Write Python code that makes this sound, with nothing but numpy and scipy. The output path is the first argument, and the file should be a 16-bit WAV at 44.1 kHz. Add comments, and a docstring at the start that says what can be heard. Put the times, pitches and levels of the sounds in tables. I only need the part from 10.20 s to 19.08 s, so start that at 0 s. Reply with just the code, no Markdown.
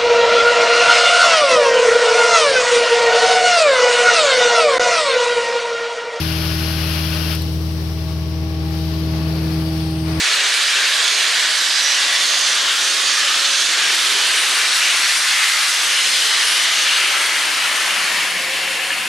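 """Steam jets roar and hiss from the open cylinder drain cocks (valves) of a slowly passing locomotive.
Big swirls in the steam make the roar, small ones the hiss. The jets surge with the piston strokes,
flare into brief hoarse whistles and move from right to left along the station platform.
As the engine draws level the hiss dulls, its rumble and hollow steel come through,
and the loose rods that drive the wheels knock."""
import sys
import numpy as np
from scipy import signal
from scipy.fft import rfft, irfft, next_fast_len
from scipy.io import wavfile
from scipy.ndimage import uniform_filter1d, map_coordinates

SR = 44100
rng = np.random.default_rng(int(sys.argv[2]) if len(sys.argv) > 2 else 0)


def transcribe(u):
    """Save the signal u as a 16-bit wav file named by the first command-line argument.

    u: samples, shape (n,) or (channels, n), limited to [-1, 1]; the rate is SR.
    q: integer samples, one column per channel.
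    """
    v = np.clip(np.atleast_2d(u).T, -1, 1)
    q = np.round(v * 32767).astype(np.int16)
    wavfile.write(sys.argv[1], SR, q)


N = 391591
LEAVE_S, LEAVE_EASE_S = 8.59, 0.03  # the cocks move away
ENGINE_LEAN_DB = 0.98  # a lean is how much louder the left side is than the right


def amp(db):
    """Turn decibels (dB) into a number to multiply by."""
    return 10 ** (np.asarray(db) / 20)


def unit(x):
    """Scale x to an average strength (rms) of 1."""
    return x / np.sqrt(np.mean(x ** 2) + 1e-20)


def along(points, hz):
    """Read between (Hz, value) points, with octaves evenly spaced."""
    freqs, values = np.transpose(points)
    return np.interp(np.log(hz + 1), np.log(freqs + 1), values)


def wobble(rate):
    """A smooth curve through `rate` random values a second."""
    values = rng.standard_normal(int(N * rate / SR) + 4)
    return map_coordinates(values, [np.arange(N) * rate / SR])


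def step(s, ease):
    """A smooth rise from 0 to 1 around second s."""
    return .5 + .5 * np.tanh((np.arange(N) / SR - s) / (2 * ease))


def bump(s, half):
    """A bell-shaped swell of height 1 around second s."""
    return np.exp(-((np.arange(N) / SR - s) / half) ** 2)


def filtered(x, response):
    """Turn each frequency of x up or down by response(hz)."""
    size = next_fast_len(N + 8192)
    return irfft(rfft(x, size) * response(np.fft.rfftfreq(size, 1 / SR)), size)[..., :N]


def pan(lean_db):
    """Left and right gains that keep the total power the same."""
    gains = amp(np.array([np.atleast_1d(lean_db), -np.atleast_1d(lean_db)]) / 2)
    return gains / np.sqrt(np.mean(gains ** 2, axis=0))


def stereo(pair, colour):
    """Filter and blend two noises into a partly alike left and right."""
    # How alike the ears hear it. Each row: frequency in Hz, likeness (1 is the same).
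    likeness = [(100, 1), (290, 1), (640, 0.93), (1400, 0.86), (3100, 0.87), (7000, 0.8), (10000, 0.85),
                (12000, 1)]

    def response(hz):
        turn = np.arccos(np.clip(along(likeness, hz), -1, 1)) / 2
        return colour(hz) * np.array([np.cos(turn), np.sin(turn)])
    mid, side = filtered(pair, response)
    return unit(np.array([mid + side, mid - side]))


def turbulence(spectrum, patchy_db, ripple_db):
    """Rushing noise: swirls make short patches in it, many echoes a fine, slowly shifting ripple."""
    bands = signal.stft(rng.standard_normal((2, N)), nperseg=2048)[2]
    swirls, ripple = rng.standard_normal((2, *bands.shape[1:]))
    swirls = uniform_filter1d(uniform_filter1d(swirls, size=22, axis=0), size=4, axis=1)
    ripple = uniform_filter1d(uniform_filter1d(ripple, size=2, axis=0), size=22, axis=1)
    bands *= amp(patchy_db * unit(swirls) + ripple_db * unit(ripple))
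    pair = signal.istft(bands, nperseg=2048)[1][:, :N]
    low_hz, high_hz = spectrum[0][0] / 2, 2 * spectrum[-1][0]
    return stereo(pair, lambda hz: amp(along(spectrum, hz) - 60 * (hz > high_hz) - 60 * (hz < low_hz)))


def blown(modes):
    """Noise ringing in hollow spaces, each with its own pitch, width and level."""
    def peaks(f):
        return sum(amp(db) / (1 + ((f - hz) / width) ** 2) ** 1.52 for hz, width, db in modes)
    return stereo(rng.standard_normal((2, N)), peaks)


def hoarse_tone(s, length, hz, width, glide):
    """Steam briefly locks onto one pitch: a narrow band of noise swells, glides and breaks off."""
    out, t = np.zeros(N), np.arange(N) / SR - s
    live = np.flatnonzero(abs(t) < min(length, .9))
    t, f = t[live], np.fft.rfftfreq(2 * SR, 1 / SR)
    noise = rng.standard_normal((2, 2 * SR))
    flutter = irfft(rfft(noise) / (1 + (f / width) ** 2) ** 2)[:, :len(t)]
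    phase = 2 * np.pi * (hz * t + glide * t ** 2 / 2)
    swell = np.exp(-(1.8 * t / length) ** 4)
    out[live] = swell * unit(flutter[0] * np.cos(phase) + flutter[1] * np.sin(phase))
    return out


def motion(lag_s):
    """Three stages of the pass, and a surge lag_s after each piston stroke."""
    # One stroke each quarter turn of the wheels. Each row: time in seconds, strength.
    strokes = [(.17, 0.83), (.62, 0.89), (1.21, .6), (1.9, 1.1), (2.49, 1.4), (3.1, 0.78), (3.66, 1.0),
               (4.24, 0.31), (4.72, 0.5), (5.25, 0.85), (5.74, 0.26), (6.2, 0.31), (6.86, 1.1)]
    near = step(3.66, 0.31)
    past = step(6.85, 0.29)  # the jets aim past the platform
    screened = step(8.07, 0.04)  # the cylinder hides them
    surge = sum(strength * bump(s + lag_s, 0.15) for s, strength in strokes)
    return near, past, screened, surge


def level(layer_db, drive):
    """A layer's gain as it follows the pass and the strokes."""
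    far_db, *changes_db = layer_db
    return amp(far_db + sum(db * curve for db, curve in zip(changes_db, drive)))


def place(lean_db, drive):
    """Steam drifts from right to left; while far off, each stroke swings it toward the left-hand cock."""
    far_db, crossed_db, past_db, swing_db = lean_db
    _, past, _, surge = drive
    crossed = step(4, .14)
    return pan(far_db + crossed_db * crossed + past_db * past + swing_db * surge * (1 - crossed))


def station():
    """The faint, steady rumble of the station, the same in both ears."""
    # Its tone. Each row: frequency in Hz, relative level in dB.
    spectrum = [(20, -9), (50, -3.5), (90, -3), (150, -2.5), (400, -25)]
    return amp(-67) * turbulence(spectrum, patchy_db=0.5, ripple_db=3.5)[0]


def rod_knocks():
    """Slack in the rods takes up: each contact grinds for a moment and rings the steel."""
    # Knocks. Each row: start and contact time in seconds, level in dB, brightness in dB per octave.
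    knocks = [(8.577, 0.024, -28, -25), (8.698, 0.014, -20, -30), (8.709, 0.01, -21.5, 5),
              (8.724, .008, -18, 7), (8.8, 0.016, -27, 5)]
    # The steel's notes. Each row: pitch in Hz, relative level in dB, seconds to fade by 60 dB.
    steel = [(1740, 1, 0.084), (2140, -3, .06), (2466, 0, .06), (2580, -1, .05), (2760, 2, .06),
             (3020, -3, .04)]
    out, t = np.zeros(N + SR), np.arange(SR // 4) / SR
    onset = 1 - np.exp(-(t / .0015) ** 2)
    for s, contact, db, bright in knocks:
        ring = np.zeros(len(t))
        for hz, note_db, fade_s in steel:
            fade = amp(note_db + bright * np.log2(hz) - 60 * t / fade_s) / np.sqrt(fade_s)
            ring += fade * np.sin(2 * np.pi * hz * t)
        grind = rng.standard_normal(len(t)) * np.exp(-(t / contact) ** 4)
        clank = signal.fftconvolve(grind, onset * ring)[:len(t)]
        out[round(s * SR):][:len(t)] += amp(db) * clank * np.sqrt(contact * SR) / np.linalg.norm(clank)
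    return out[:N] * pan(1.5)


def engine_rumble():
    """The rumble grows as the engine's heavy frames close in."""
    # Its tone. Each row: frequency in Hz, relative level in dB.
    spectrum = [(20, -40), (55, -28), (100, -15), (160, -2), (230, -2), (310, -1.5), (420, -26), (900, -60)]
    from_s, until_s, rise_db_per_s = 6, 8.4, 5.6
    closing_s = np.clip(np.arange(N) / SR, from_s, until_s) - from_s
    return amp(-59.8 + rise_db_per_s * closing_s) * turbulence(spectrum, patchy_db=1.5, ripple_db=3.0)


def hollow_steel():
    """Steam makes pipes and casing hum; the hollow steel rings louder as the engine draws level."""
    # Hollow spaces. Each row: pitch in Hz, width in Hz, relative level in dB.
    cavities = [(560, 50, -6.5), (754, 70, -4), (1040, 100, -3), (1750, 55, -5), (2130, 270, 5.3),
                (2780, 260, 3.5), (3120, 64, -8), (4400, 610, -4)]
    # Low hums. Each row: middle and length in seconds, pitch and width in Hz,
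    # glide in Hz per second, level in dB.
    hums = [ (0.352, 1, 555, 12, 0, -49.5), (1.149, 1.1, 614, 22, 11.5, -48),
            (1.85, 0.92, 626, 10, -1, -48.5), (2, 0.69, 562, 24, -1, -45.5), (3.03, 1, 570, 9, -7, -47.5),
            (8.4, 0.62, 536.5, 15, 50, -42.5)]
    alongside = step(6.9, 0.48)
    ring = amp(-46.5 + 20.5 * alongside - 2.5 * step(LEAVE_S, LEAVE_EASE_S)) * blown(cavities)
    return ring * pan(ENGINE_LEAN_DB) + sum(amp(db) * hoarse_tone(*shape) for *shape, db in hums)


def billows(drive):
    """Steam billows under the frames, rolls out in a deep-roaring cloud and gushes as the jets sweep by."""
    # The low roar. Each row: frequency in Hz, relative level in dB.
    spectrum = [(120, -30), (230, -12.5), (320, -3.5), (450, -1), (560, 0.5), (700, 2), (880, -2),
                (1100, 3), (1800, -66)]
    # Its level in dB: far off, then the change when near, aimed past, screened and at a full stroke.
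    levels_db = (-38, 0.04, 2.2, -1.5, 0.6)
    # The gush. Each row: pitch in Hz, width in Hz, relative level in dB.
    gush_peaks = [(626, 110, -9), (1070, 230, 2)]
    waver = amp(0.6 * wobble(7) - 2 * bump(5.3, 0.55))  # the roar thins for a moment
    roar = level(levels_db, drive) * waver * turbulence(spectrum, patchy_db=0.6, ripple_db=2.0)
    cloud = amp(-42.5) * bump(3.89, 0.57) * blown([(410, 144, 0)])
    gush = amp(-33.5) * bump(7.58, 0.73) * blown(gush_peaks)
    return roar + cloud + gush


def mist(drive):
    """The finest hiss, which only carries a short way."""
    # Its tone. Each row: frequency in Hz, relative level in dB.
    spectrum = [(5500, -35), (6900, 4), (8200, -16), (9600, 2.5), (11500, -5.5), (13500, -9), (15200, -20)]
    # Its level in dB: far off, then the change when near, aimed past, screened and at a full stroke.
    levels_db = (-55.5, 13, 9, -1.5, 1)
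    return level(levels_db, drive) * turbulence(spectrum, patchy_db=.6, ripple_db=.5) * pan(ENGINE_LEAN_DB)


def whistles(drive):
    """The nozzles ring while they face the platform; hoarse whistles move with the jets."""
    # The nozzles' notes. Each row: pitch in Hz, width in Hz, relative level in dB.
    nozzles = [(1670, 130, 0.5), (1930, 110, -1), (3430, 260, -4), (3900, 200, -4)]
    # Whistles. Each row: middle and length in seconds, pitch and width in Hz,
    # glide in Hz per second, level in dB.
    flares = [ (.6, .45, 1694, 350, 0, -31), (.78, .4, 3790, 450, 0, -28), (.94, .2, 6460, 550, -3000, -28),
              (1.21, 0.19, 1754, 300, 1000, -31), (1.541, 0.17, 4870, 330, -2000, -27.5),
              (1.694, 0.16, 5850, 350, 1000, -23.5), (1.881, 0.17, 1785, 260, 1500, -30),
              (1.921, 0.28, 3500, 300, -500, -26.5), (2.07, 0.18, 6450, 220, 900, -27.5),
              (2.192, 0.18, 4780, 330, 0, -28.5), (2.258, 0.23, 6130, 550, -1500, -27),
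              (2.46, .3, 3510, 400, 0, -28.5), (2.67, 0.16, 6150, 650, 2000, -26),
              (2.87, .15, 6650, 260, 1202, -28), (2.942, 0.13, 4650, 480, 0, -31),
              (2.955, 0.11, 5620, 220, 1000, -27), (2.98, 0.43, 1177, 130, -2, -34),
              (3.362, 0.22, 6200, 650, 1500, -26), (3.849, 0.42, 5600, 1500, 0, -31),
              (4.092, 0.56, 3035, 360, -900, -26), (4.204, 0.06, 9100, 600, 0, -27),
              (4.386, 0.065, 1483, 400, 0, -25), (4.661, .13, 2810, 450, 0, -23),
              (4.719, .2, 2230, 260, -1000, -24), (4.92, .2, 5500, 1500, 0, -26.5),
              (4.995, 0.12, 8850, 500, 0, -31), (5.219, 0.29, 2010, 298, -400, -25),
              (5.77, .13, 2910, 250, -7, -22.5), (6.05, 0.11, 3050, 110, 0, -29),
              (6.301, 0.82, 3035, 260, 0, -26.5), (6.326, .15, 10200, 1500, 0, -29.5),
              (6.448, 0.24, 2020, 260, 0, -27), (6.6, .1, 6350, 1200, 0, -26),
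              (6.73, .12, 3900, 900, 0, -25.5), (6.76, 0.27, 2854, 950, 0, -23),
              (7.101, 0.2, 2140, 300, 4, -26), (7.301, .5, 2800, 450, 0, -37),
              (7.681, .16, 2800, 500, 0, -30), (8.014, 0.097, 2900, 1500, 0, -26),
              (8.39, .2, 3710, 2200, 0, -30.5)]
    # Lean in dB: far off, then the change once crossed, when aimed past and at a distant stroke.
    lean_db = (-5, 6, .8, 1)
    facing = 1 - step(2.57, 0.32)
    ringing = amp(-28) * facing * blown(nozzles)
    whistling = sum(amp(db) * hoarse_tone(*shape) for *shape, db in flares)
    return (ringing + whistling) * place(lean_db, drive)


def track_bounce(x):
    """From afar, the bounce off the track bed weakens a band that sinks as the jets approach."""
    start_hz, sink_hz_per_s, width_hz, depth = 2620, 133, 490, 0.38
    hz, t, bands = signal.stft(x, SR, nperseg=1024)
    far = step(0.98, 0.38) * (1 - step(3.49, 0.021))
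    cut = depth * np.interp(t, np.arange(N) / SR, far)
    notch = np.exp(-((hz[:, None] - start_hz + sink_hz_per_s * t) / width_hz) ** 2)
    return signal.istft(bands * (1 - cut * notch), nperseg=1024)[1][:, :N]


def steam_jets(drive):
    """Large swirls roar, small ones hiss; the wet flow makes them all sputter together."""
    # The jets' four layers, low to high. Each row: frequency in Hz, relative level in dB.
    body_tone = [(500, -38), (850, -8.5), (1050, -7), (1250, -0.5), (1550, 0), (1800, -2), (2800, -34)]
    rasp_tone = [(1000, -37), (1450, -11), (1750, -3.5), (2350, -2), (2950, -2.5), (3400, -7.5),
                 (5000, -52)]
    hiss_tone = [(1900, -48), (2900, -6), (3450, -0.5), (4400, 0), (5200, -3.5), (6300, -5), (7400, -9),
                 (8600, -17), (12000, -69)]
    spray_tone = [(4500, -31), (7000, -5.5), (7900, 0.5), (9000, 2.5), (10200, -1.5), (11800, -10),
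                  (14000, -19), (15200, -52)]
    # Levels in dB: far off, then the change when near, aimed past, screened and at a full stroke.
    body_db = (-28.3, 2, -1, -6, 1)
    rasp_db = (-21.5, 0.5, 0.5, -4, 1.5)
    hiss_db = (-18.5, -0.08, -5, -4, -0.5)
    spray_db = (-31, 4, -4, -3.5, 1.5)
    # Leans in dB: far off, then the change once crossed, when aimed past and at a distant stroke.
    roar_lean = (-1.5, 2.1, 1.4, 2)
    hiss_lean = (-3, 3, 1.5, 2.5)

    body_gain = level(body_db, drive) * amp(0.4 * wobble(8) - 6 * bump(5.92, 0.17))  # one brief dip
    body = body_gain * turbulence(body_tone, patchy_db=0.43, ripple_db=2.0)
    rasp_gain = level(rasp_db, drive) * amp(0.53 * wobble(12))
    rasp = rasp_gain * turbulence(rasp_tone, patchy_db=0.68, ripple_db=2.0)
    hiss_gain = level(hiss_db, drive) * amp(-2 * step(LEAVE_S, LEAVE_EASE_S))
    hiss = hiss_gain * turbulence(hiss_tone, patchy_db=0.95, ripple_db=1.8)
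    spray_gain = level(spray_db, motion(lag_s=0.19)) * amp(0.89 * wobble(90) + 0.14 * wobble(6))
    spray = spray_gain * turbulence(spray_tone, patchy_db=1.5, ripple_db=1.0)
    sputter = amp(.3 * wobble(50))
    roar = track_bounce(body + rasp) * place(roar_lean, drive)
    highs = hiss * place(hiss_lean, drive) + spray * place(0.45 * np.array(hiss_lean), drive)
    return sputter * (roar + highs)


def scene():
    """Everything as heard from the platform."""
    drive = motion(lag_s=0)
    steam = steam_jets(drive) + whistles(drive) + mist(drive) + billows(drive)
    return steam + hollow_steel() + engine_rumble() + rod_knocks() + station()


def record(dry):
    """Cut away everything above 15100 Hz."""
    return filtered(dry, lambda hz: hz < 15100)


dry = scene()
out = record(dry)
transcribe(out)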